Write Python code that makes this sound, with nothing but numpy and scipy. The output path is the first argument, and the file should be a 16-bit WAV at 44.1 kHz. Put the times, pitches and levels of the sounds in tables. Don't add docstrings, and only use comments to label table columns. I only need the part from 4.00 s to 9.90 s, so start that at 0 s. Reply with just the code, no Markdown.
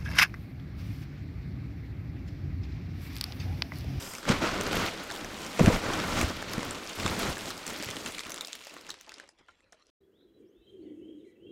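import sys
import numpy as np
from scipy import signal
from scipy.io import wavfile
from scipy.ndimage import uniform_filter1d

SR = 44100
rng = np.random.default_rng(int(sys.argv[2]) if len(sys.argv) > 2 else 0)


def makeup_ratio(level_db):
    decades = np.asarray(level_db, float) / 20
    return 10 ** decades


def digitize_waveform(pressure):
    field = np.atleast_2d(pressure).T
    bounded = np.clip(field, -1, 1)
    quanta = np.round(bounded * 32767).astype(np.int16)
    wavfile.write(sys.argv[1], SR, quanta)


N = 260217

# start_s, share
SMOOTH_SHARE = [(0, 1), (3.3, 0.95), (3.7, .8), (4.2, 0.65), (5.25, 0.65), (5.4, .6), (5.9, 0.6)]
STREAK_DB = 5


def evened(x):
    return x / np.sqrt(np.mean(x ** 2) + 1e-20)


def coloured(x, points):
    f, db = np.transpose(points)
    hz = abs(np.fft.fftfreq(8192, 1 / SR))
    log_gain = np.log(makeup_ratio(np.interp(np.log(hz + 1), np.log(f), db, -70, -70)))
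    taps = np.fft.ifft(np.exp(np.conj(signal.hilbert(log_gain)))).real[:4096]
    return signal.oaconvolve(x, taps)[:len(x)]


def coloured_noise(points):
    return evened(coloured(rng.standard_normal(N), points))


def add(mix, s, sound):
    part = mix[round(s * SR):][:len(sound)]
    part += sound[:len(part)]


def drift(rate_hz):
    lowpass = signal.butter(2, rate_hz, fs=SR, output="sos")
    return evened(signal.sosfilt(lowpass, rng.standard_normal(N)))


def grains(per_s, spread_db, burst_s, bed, clumps):
    size = makeup_ratio(spread_db * np.minimum(rng.exponential(1, N), 4))
    size = size * (rng.random(N) < per_s / SR * np.exp(clumps))
    kind = rng.integers(0, 10, N)
    t = np.arange(600) / SR
    out = np.zeros(N)
    for k, burst in enumerate(rng.standard_normal((10, 600))):
        age = t / (burst_s * (0.38 + k / 12))
        shape = burst * age * np.exp(-age)
        out += signal.oaconvolve(size * (kind == k), shape / np.linalg.norm(shape))[:N]
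    return evened(out) + bed * rng.standard_normal(N)


def patches(x, centres_hz, width):
    out = 0
    for hz in np.clip(centres_hz, 300, 17000):
        r = np.exp(-np.pi * width * hz / SR)
        stage = [1 - r, 0, r - 1, 1, -2 * r * np.cos(2 * np.pi * hz / SR), r * r]
        out = out + signal.sosfilt([stage, stage], x)
    return out / abs(out).max()


def patchy(x, depth_db, frames=12, bins=14):
    z = signal.stft(x, nperseg=256, noverlap=192)[2]
    field = uniform_filter1d(rng.standard_normal(z.T.shape), size=frames, axis=0)
    field = uniform_filter1d(field, size=bins, axis=1)
    depth_db = np.interp(np.arange(len(field)) * 64, np.arange(N), depth_db)[:, None]
    return signal.istft(z * makeup_ratio(depth_db * evened(field)).T, nperseg=256, noverlap=192)[1][:N]


def quiet_floor():
    # pitch_hz, level_db (per Hz)
    air_colour = [(25, 5), (90, 2), (180, -28), (500, -4), (1500, -27.5), (4000, -26), (8000, -31.5),
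                  (11800, -33.5), (12600, -53.5)]
    # pitch_hz, level_db
    appliance = (2230, -105)
    whine_hz, whine_db = appliance
    air = patchy(makeup_ratio(-78) * coloured_noise(air_colour), np.full(N, STREAK_DB), 40, 1)
    return air + makeup_ratio(whine_db) * np.sin(2 * np.pi * whine_hz * np.arange(N) / SR)


def room(x, t60):
    t = np.arange(9000) / SR
    taps = rng.choice([-1., 1.], len(t)) * (rng.random(len(t)) < .06)
    taps = taps * makeup_ratio(-60 * t / t60) * (t > .001)
    return signal.oaconvolve(x, taps / np.linalg.norm(taps))[:N]


def knocks():
    # start_s, peak_db, wall_hz, t60_s
    blows = [(0.2997, -4, 198, 0.021), (0.309, -15.5, 238, 0.027), (1.5935, -9, 566, 0.01),
             (1.596, -12, 980, 0.0086), (1.5995, -4, 520, 0.006), (0.279, -23, 470, 0.041),
             (1.625, -19, 272, 0.036), (1.6333, -16.5, 376, 0.03), (1.6415, -16.5, 388, .04),
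             (1.708, -17.5, 460, 0.037), (1.6055, -11.5, 171, 0.071), (1.606, -9, 527, 0.013),
             (1.6115, -2, 210, 0.02), (1.623, -19, 129.6, 0.04), (1.641, -18, 95.6, 0.17),
             (1.6745, -2, 172, 0.031), (1.6804, -6.5, 290, 0.0266), (1.681, -10.5, 101, 0.062),
             (1.7, -15.5, 440, 0.047), (2.2286, -14, 282, 0.021), (2.237, -15, 74.4, 0.074),
             (2.272, -26, 94, .06), (2.579, -15.5, 202, 0.034), (3.054, -16, 296, 0.018),
             (3.283, -23, 154, 0.067), (3.801, -29.5, 286, 0.05), (3.863, -35.5, 109, 0.14),
             (5.075, -53, 865, 0.16), (5.236, -55, 559, .1), (5.325, -66, 333, .12),
             (5.742, -55, 630, 0.063), (5.486, -49, 1382, 0.065)]
    # factor (on pitch), level_db
    wall_modes = [(1.003, 1.5), (0.754, -4), (2.21, -10)]
    out = np.zeros(N)
    t = np.arange(9000) / SR
    for s, db, hz, t60 in blows:
        modes = sum(makeup_ratio(mode_db) * np.sin(2 * np.pi * factor * hz * t) for factor, mode_db in wall_modes)
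        soft_attack = np.sin(np.pi / 2 * np.minimum(t * hz / 1.18, 1))
        add(out, s, makeup_ratio(db - 0.5 - 60 * t / t60) * modes * soft_attack)
    return out


def film_ticks():
    # start_s, peak_db
    dig_ticks = [(0.1372, -34.6), (0.2467, -45), (0.611, -30.5), (0.6357, -32.5), (0.6753, -33),
                 (0.727, -34.8), (0.7555, -27), (0.7724, -29), (0.7979, -32), (0.8236, -34), (0.8587, -31),
                 (0.9121, -45), (1.0378, -36), (1.0744, -39), (1.113, -41), (1.1207, -40), (1.1409, -39.2),
                 (1.1522, -40), (1.162, -34), (1.1744, -40.6), (1.1863, -42.3), (1.2448, -41),
                 (1.4174, -39.3), (1.4644, -43), (1.77, -33), (2.0749, -36.1), (2.2136, -26), (2.2843, -34),
                 (2.3676, -36), (2.415, -44.8), (2.4206, -41.1), (2.4257, -43.5), (2.4958, -41),
                 (2.5158, -36.6), (2.5271, -41), (2.5343, -26), (2.5814, -46), (2.6496, -31), (2.7097, -42),
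                 (2.7307, -39.3), (2.8466, -40), (2.8839, -38), (2.9556, -33), (2.9635, -33), (3.0003, -34),
                 (3.1113, -30), (3.1934, -25), (3.3821, -34)]
    # start_s, peak_db
    bag_ticks = [(3.5049, -34), (3.5775, -38), (3.667, -35), (3.6781, -31.7), (3.6918, -35), (3.7027, -35),
                 (3.7347, -34), (3.7759, -38), (3.788, -38), (3.8251, -34), (3.834, -37.7), (3.8395, -35),
                 (3.8464, -31), (3.9038, -35.6), (4.1857, -45), (4.1936, -48), (4.2064, -42),
                 (4.2685, -40.3), (4.2959, -33.0), (4.3052, -32), (4.3197, -37), (4.3434, -39),
                 (4.3629, -40.0), (4.3717, -47), (4.4103, -30), (4.4216, -42.3), (4.4497, -39),
                 (4.4581, -40), (4.4719, -39), (4.5256, -46), (4.5309, -47), (4.5544, -33.5),
                 (4.6497, -45.3), (4.6709, -40), (4.742, -45), (4.8121, -48), (4.8672, -51.7),
                 (4.8953, -47.2), (4.905, -34), (5.0113, -44), (5.0936, -46), (5.12, -56.8), (5.1411, -52),
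                 (5.1988, -53.2), (5.3872, -72), (5.3966, -74), (5.6076, -77.0), (5.7255, -61.5)]
    ticks = list(dig_ticks) + list(bag_ticks)
    out = np.zeros(N)
    age = np.arange(300) / SR / 0.00036
    for (s, db), noise in zip(ticks, rng.standard_normal((len(ticks), 303))):
        centres_hz = np.array([9500, 11500, 14000]) * np.exp(0.033 * noise[:3])
        add(out, s - 0.0005, makeup_ratio(db) * patches(noise[3:] * age * np.exp(-age), centres_hz, 0.5))
    return out


def fold_snaps():
    # start_s, peak_db, ring_hz, dull_part_db, length_ms
    dig_folds = [(0.0254, -28.5, 3510, -21, 1.1), (0.1374, -28, 7240, -7, 1.7),
                 (0.1513, -24, 2260, -12, 0.68), (0.1842, -29.5, 4820, -5, 1.5),
                 (0.2307, -34.5, 2350, 6.5, 1.2), (0.254, -33, 1610, 8, 1.5), (0.2914, -19, 2390, -3, 2.8),
                 (0.6114, -17.5, 5860, -12, 0.66), (0.6673, -24.5, 1610, -33, 1.7),
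                 (0.8847, -28.5, 2370, 4, 1.1), (1.1032, -25.5, 1610, -3.5, 1.4),
                 (1.113, -24.2, 3660, -5, 1.0), (1.1209, -29, 5730, -13, 1.6),
                 (1.1413, -32, 2990, -12, 1.0), (1.1531, -30.3, 3120, -15, 1.6),
                 (1.1621, -29, 3140, -24, 0.73), (1.1745, -31, 4290, -17, 0.8),
                 (1.2468, -28.3, 5150, -1.5, 1.6), (1.4191, -30, 2350, -30, 1.5),
                 (1.4484, -29.5, 2430, -12, 1.3), (1.4646, -25, 5210, -20.5, 0.63),
                 (1.5947, -20, 2150, -4.5, 1.1), (1.661, -14, 2070, 0, 1.2),
                 (1.9351, -22.5, 3230, -11, 2.1), (2.0009, -27, 1810, -30, 1.1),
                 (2.2139, -16.0, 2170, -2, 1.9), (2.3677, -29, 3730, -30, 0.8),
                 (2.4208, -27.5, 1960, -5, 1.53), (2.4262, -29.5, 1610, 4, 1.3),
                 (2.4851, -29, 2580, 0, 0.88), (2.5078, -34, 2510, 1, 1.55), (2.5355, -20, 4610, -6, 1.3),
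                 (2.5472, -40, 1920, -14, 1.2), (2.5812, -29, 2130, -8, 1.1)]
    # start_s, peak_db, ring_hz, dull_part_db, length_ms
    grip_folds = [(2.6082, -29.3, 2060, -30, 1.5), (2.631, -24.5, 1610, 2, 1.4),
                  (2.71, -22.8, 7300, -11, 1.26), (2.748, -29, 3190, -12, 0.93),
                  (2.864, -33, 2050, -30, 1.5), (2.8745, -25.6, 4770, -30, 0.8),
                  (2.8953, -28, 5510, -30, 0.7), (2.9327, -31, 4820, -3, 2.3),
                  (3.0004, -24.4, 3340, -30, 2), (3.0084, -29, 2670, -16, 1.2),
                  (3.0622, -17.5, 3350, 0, 1.9), (3.0791, -24, 2050, -4, 1.2),
                  (3.1936, -30, 2330, -2, 0.89), (3.3709, -31.3, 1600, 0, 1.8),
                  (3.3818, -28, 6960, -30, 1.7), (3.391, -28, 2450, -4, 0.97), (3.4565, -31, 4740, -30, 1),
                  (3.4813, -32, 5100, -13, 1.3), (3.505, -24.5, 3760, -1, 2.1), (3.5111, -29, 3290, 1, 1.5),
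                  (3.569, -33.8, 4820, -30, 1.0), (3.5784, -32, 4290, -15, 1.7),
                  (3.6664, -22, 6540, -15, 1.5), (3.679, -25, 5800, -28, 1.5),
                  (3.703, -25.5, 5340, -26, 1.8), (3.826, -24, 5030, -4, 1.1),
                  (3.8341, -25.8, 2460, -30, 1.3), (3.8387, -28, 1610, -4, 1.3),
                  (3.859, -29, 5360, -30, 0.9), (3.8863, -33.1, 2110, -19, 2.8),
                  (3.9038, -24, 5000, -16, 0.74), (3.911, -23.5, 3230, -8, 0.82),
                  (3.9595, -29, 3750, -6, 0.95), (3.9676, -23.5, 2820, -6, 0.8)]
    # start_s, peak_db, ring_hz, dull_part_db, length_ms
    lift_folds = [(4.0622, -24, 2840, -16, 1.5), (4.0746, -32, 3250, -6, 1.7),
                  (4.1224, -29, 8160, -15, 1.65), (4.1584, -39, 2260, -30, 0.8),
                  (4.1657, -38, 2540, -30, 0.65), (4.1856, -27, 2040, -8, 2.4),
                  (4.1937, -21, 3650, -24, 0.92), (4.2067, -28, 2140, -5, 2.1),
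                  (4.2366, -37, 2630, -32, 0.83), (4.252, -28, 2340, -30, 1.25),
                  (4.2581, -36, 3620, -15, 0.9), (4.2682, -30.5, 1610, -7, 1.5),
                  (4.2959, -29, 5660, -21, 1.4), (4.3055, -25, 6350, -12, 0.84),
                  (4.3198, -21.5, 6200, -26, 0.91), (4.3434, -22.5, 8540, -16, 1.1),
                  (4.362, -31, 4950, -13, 1.4), (4.3715, -29, 2310, -9, 0.9), (4.3785, -27, 3300, -16, 1.1),
                  (4.384, -32, 4930, 0, 1.1), (4.4103, -19, 3580, -9, 1.6), (4.421, -34.5, 2330, -5, 1.8),
                  (4.4488, -27, 3550, -24, 1.6), (4.4725, -27, 5250, -21, 0.93),
                  (4.4832, -30, 2760, -9, 1.2), (4.5255, -37, 2465, -22, 2.1),
                  (4.5309, -18, 3540, -32, 0.68), (4.5527, -29.3, 3010, -6, 2),
                  (4.6382, -38, 2370, -23, 1.4), (4.644, -44, 2430, -30, 1.3), (4.649, -37, 5900, -25, 1.6),
                  (4.6711, -33, 4310, 0, 1.9), (4.6797, -40, 3060, -9, 1.4), (4.6973, -37, 2450, -17, 2.4)]
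    # start_s, peak_db, ring_hz, dull_part_db, length_ms
    held_folds = [(4.741, -38, 2240, -5, 2.4), (4.7667, -37, 2500, 3, 1.1), (4.7766, -46, 2050, -13, 1.1),
                  (4.8121, -38.5, 4780, -10, 1.2), (4.8671, -34.5, 2300, -18, 1.4),
                  (4.8951, -33.5, 5040, 2.5, 3.3), (4.9049, -26, 3550, -11, 2),
                  (4.915, -35, 4590, -21, 1.7), (4.942, -35.5, 3960, -5, 1.5),
                  (5.0118, -34.5, 5770, -24, 1.13), (5.0653, -43, 4520, -32, 1.0),
                  (5.0796, -47, 1790, -6, 1.9), (5.0936, -32, 2860, -26, 1.3),
                  (5.12, -33.5, 1700, -10, 1.36), (5.1417, -34, 3800, -22, 1.6),
                  (5.1839, -40, 2580, -11, 1.8), (5.1994, -32, 1630, -8, 1.03),
                  (5.2398, -48, 1610, -3, 1.1), (5.278, -52, 5960, -16, 1.0), (5.291, -43, 4780, -1.5, 1.7),
                  (5.3873, -53, 3080, -15, 1.1), (5.394, -55, 2800, -3, 2.5),
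                  (5.464, -60.8, 3120, -16, 1.2), (5.4862, -62, 1610, 10, 3.1), (5.4934, -58, 1630, 9, 2.2),
                  (5.51, -56, 2650, -13, 1.1), (5.5926, -65, 2430, -9.5, 2.1), (5.6064, -56, 1760, -1, 1.5),
                  (5.6807, -74, 2020, -5, 0.82), (5.7243, -42.3, 5570, -6, 1.6),
                  (5.73, -54.5, 5990, 11, 2.8), (5.8214, -64, 4670, -3, 1.0), (5.8588, -62, 4820, -30, 1.4),
                  (5.8685, -53, 5550, -18, 1.1)]
    folds = list(dig_folds) + list(grip_folds) + list(lift_folds) + list(held_folds)
    edge_band = signal.butter(4, (900, 8200), "bandpass", fs=SR, output="sos")
    pop_band = signal.butter(3, (1200, 8500), "bandpass", fs=SR, output="sos")
    pop_share = 1.2
    out = np.zeros(N)
    lead = 300
    since = (np.arange(1400) - lead) / SR
    for (s, db, hz, low_db, ms), noise in zip(folds, rng.standard_normal((len(folds), 2, 1410))):
        slip_s = max(ms - .55, .2) / 1000
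        creep = np.exp(since / (.7 * slip_s))
        let_go = np.exp(-since / slip_s) + 0.084 * np.exp(-since / 0.0044)
        shape = np.where(since < 0, creep, let_go)
        unevenness = evened(uniform_filter1d(noise[1, 10:], size=24))
        slips = makeup_ratio(3.5 * unevenness * (abs(since) > .0006))
        crack = noise[0, 10:] * shape * slips
        detune = np.exp(0.13 * noise[0, :10])

        main = patches(crack, [hz], .33)
        main += .55 * patches(crack, np.array([2200, 3500, 5200]) * detune[:3], .4)
        edge = signal.sosfilt(edge_band, crack)
        pop = signal.sosfilt(pop_band, np.sign(noise[0, 9]) * (np.arange(1400) == lead))
        main += 1.1 * edge / abs(edge).max() + pop_share / ms * pop / abs(pop).max()
        dull = makeup_ratio(low_db) * patches(crack, np.array([600, 900, 1300]) * detune[4:7], 0.75)
        peak_s = np.argmax(abs(main)) / SR
        add(out, s - peak_s, makeup_ratio(db) * (main / abs(main).max() + dull))
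    return out


def palm_slide():
    # pitch_hz, level_db (per Hz)
    slide_colour = [(2500, -23), (3200, -6.5), (4100, -23.5), (4900, -0.5), (6500, -6.5), (7600, -3.5),
                    (9000, -7), (10500, -14.5), (12000, -4.5), (13500, -18), (16000, -16)]
    end_s = 0.18
    fade = 1 + (np.arange(N) / SR / end_s) ** 4
    return makeup_ratio(-46) / fade * coloured_noise(slide_colour)


def effort(t):
    # start_s, foam_db, bag_db, film_db (against bag)
    settling = [(0, -46.5, -49, -13), (.22, -48, -49.5, -13.5), (.95, -43, -43.5, -11.5),
                (1.3, -43.5, -46, -6.5), (1.6, -43, -43, -6.5), (1.82, -38, -42, -10.5),
                (2.2, -40, -41, -6.5), (2.4, -47, -48.5, -12), (2.901, -44.5, -43.5, -8),
                (3.55, -46.5, -47.5, -4.5), (3.8, -43.5, -40, -9), (4.1, -51.5, -46, -4),
                (4.4, -48, -47, -11), (4.52, -58.5, -50, -7), (4.87, -63.5, -54, -10),
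                (5.02, -71.5, -56, -14), (5.34, -85, -85, -37), (5.9, -77, -71, -24)]
    # start_s, hold_s, foam_db, bag_db, push_db (on the box)
    hand_strokes = [(.12, 0.058, -59, -64, -59), (0, 0.059, -62, -56, -49), (.286, .028, -29, -32.5, -37),
                    (0.325, .07, -40, -42, -35.5), (0.426, 0.044, -30, -35, -43),
                    (0.49, .2, -35.5, -40.5, -43), (0.724, 0.13, -32.5, -34.5, -39.5),
                    (1.003, 0.25, -88, -65, -58), (1.252, 0.23, -65, -62, -51.5),
                    (1.604, 0.042, -34, -37.5, -31), (1.655, 0.0097, -36, -37.5, -41),
                    (1.68, 0.021, -30, -36.5, -39), (1.732, 0.023, -34.5, -36, -31),
                    (1.843, 0.39, -36, -40, -40.5), (2.168, 0.047, -36, -36, -35),
                    (2.273, 0.16, -46.5, -45, -47), (2.484, 0.22, -42, -43.5, -45.5),
                    (2.694, 0.054, -51, -53, -55), (2.993, 0.15, -36.5, -38.5, -39),
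                    (3.186, 0.11, -35.5, -37, -39), (3.416, 0.084, -46.5, -43.5, -49.5),
                    (3.672, 0.045, -43, -43.5, -57), (3.89, 0.11, -48.5, -61, -52.5),
                    (4.066, 0.025, -44, -40.5, -49), (4.267, 0.041, -51, -67, -62),
                    (4.497, 0.13, -69, -72, -76), (4.854, 0.092, -56, -61, -72),
                    (4.719, 0.059, -51.5, -55, -71), (5.08, .14, -59, -56.5, -91),
                    (5.386, 0.017, -68, -71, -82), (5.486, 0.0097, -68, -68.5, -88),
                    (5.596, 0.011, -75, -74, -86.5), (5.727, 0.04, -72, -76, -87)]
    rise_db_s, fall_db_s = 550, 165
    s, foam_db, bag_db, film_db = np.transpose(settling)
    foam_db, bag_db = np.interp(t, s, foam_db), np.interp(t, s, bag_db)
    lean_db = np.maximum(-60 + 1.9 * (foam_db + 44), -92)
    power = makeup_ratio([foam_db, bag_db, lean_db]) ** 2
    for start, hold, *levels_db in hand_strokes:
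        drop_db = np.maximum(rise_db_s * (start - t), fall_db_s * (t - start - hold)).clip(0)
        power = power + makeup_ratio(np.array(levels_db)[:, None] - drop_db) ** 2
    foam, bag, push = np.sqrt(power)
    return push, foam, bag, bag * makeup_ratio(np.interp(t, s, film_db))


def rummage():
    # pitch_hz, level_db (per Hz)
    push_colour = [(15, -6), (30, 8.5), (46, -13.5), (65, 0), (100, 2.5), (140, -6), (220, -23)]
    drum_colour = [(90, -25.5), (170, 1.5), (240, -2), (400, -18)]
    foam_colour = [(150, -34), (300, -2.5), (450, -5), (800, -7), (1400, -6.5), (2500, -13), (3800, -24),
                   (6000, -35)]
    bag_colour = [(500, -11), (1500, -4), (2400, 1.5), (3500, -0.5), (5000, -4), (8000, -16), (9500, -26),
                  (14000, -30)]
    film_colour = [(4000, -1.5), (7000, 7), (10500, -1), (15500, -6), (17000, -31.5)]
    t = np.arange(N) / SR
    coarse = np.arange(0, N, 32) / SR
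    push, foam, bag, film = (np.interp(t, coarse, level) for level in effort(coarse))
    flurry = drift(30)
    smooth = np.interp(t, *np.transpose(SMOOTH_SHARE))
    crinkle = grains(500, 3.9, 0.00052, 1.34 * smooth, .4 * flurry)
    tumble = grains(900, 2.95, 0.0019, 1.005, .3 * flurry) + 0.44 * crinkle
    sizzle = grains(360, 1.7, 0.00089, 1.6 * smooth, 0.4 * flurry) + 0.069 * crinkle

    out = push * makeup_ratio(-1.5 + 1.3 * drift(15.0)) * coloured_noise(push_colour)
    out += np.sqrt(push * foam) * makeup_ratio(-4.0) * evened(coloured(tumble, drum_colour))
    out += foam * makeup_ratio(1.0 + 0.22 * flurry) * evened(coloured(tumble, foam_colour))
    out += bag * makeup_ratio(-1.0 + 0.15 * flurry) * evened(coloured(crinkle, bag_colour))
    out += film * makeup_ratio(-2.5 + 0.39 * flurry) * evened(coloured(sizzle, film_colour))
    return out


def scene():
    t = np.arange(N) / SR
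    quiet = quiet_floor()
    cracks = fold_snaps() + film_ticks()
    near = rummage() + palm_slide()
    wash = near + makeup_ratio(-22.5) * room(near, 0.093) + makeup_ratio(-9.5) * room(cracks, 0.091)
    smooth = np.interp(t, *np.transpose(SMOOTH_SHARE))
    wash = patchy(wash, 3.2 - 2.4 * smooth)
    still_s = 5.25
    streak_db = STREAK_DB * np.clip((t - still_s) / .1, 0, 1)
    return (patchy(wash, streak_db, 40, 2) + cracks + knocks() + quiet)[None]


def top_cut(x):
    return signal.sosfilt(signal.butter(12, 16820, fs=SR, output="sos"), x)


def record(dry):
    edge_hz, top_hz, top_gate_db = 16050, 12400, -79
    band_limit = signal.firwin(401, edge_hz, window=("kaiser", 5), fs=SR)
    limited = signal.oaconvolve(dry, band_limit[None], "same")
    highpass = signal.firwin(201, top_hz, pass_zero=False, fs=SR)
    top = signal.oaconvolve(limited, highpass[None], "same")
    top_db = 10 * np.log10(abs(uniform_filter1d(top ** 2, size=2048)) + 1e-14)
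    faint = uniform_filter1d((top_db < top_gate_db) * 1., size=512)
    return top_cut(limited - top * faint)


dry = scene()
out = record(dry)
digitize_waveform(out)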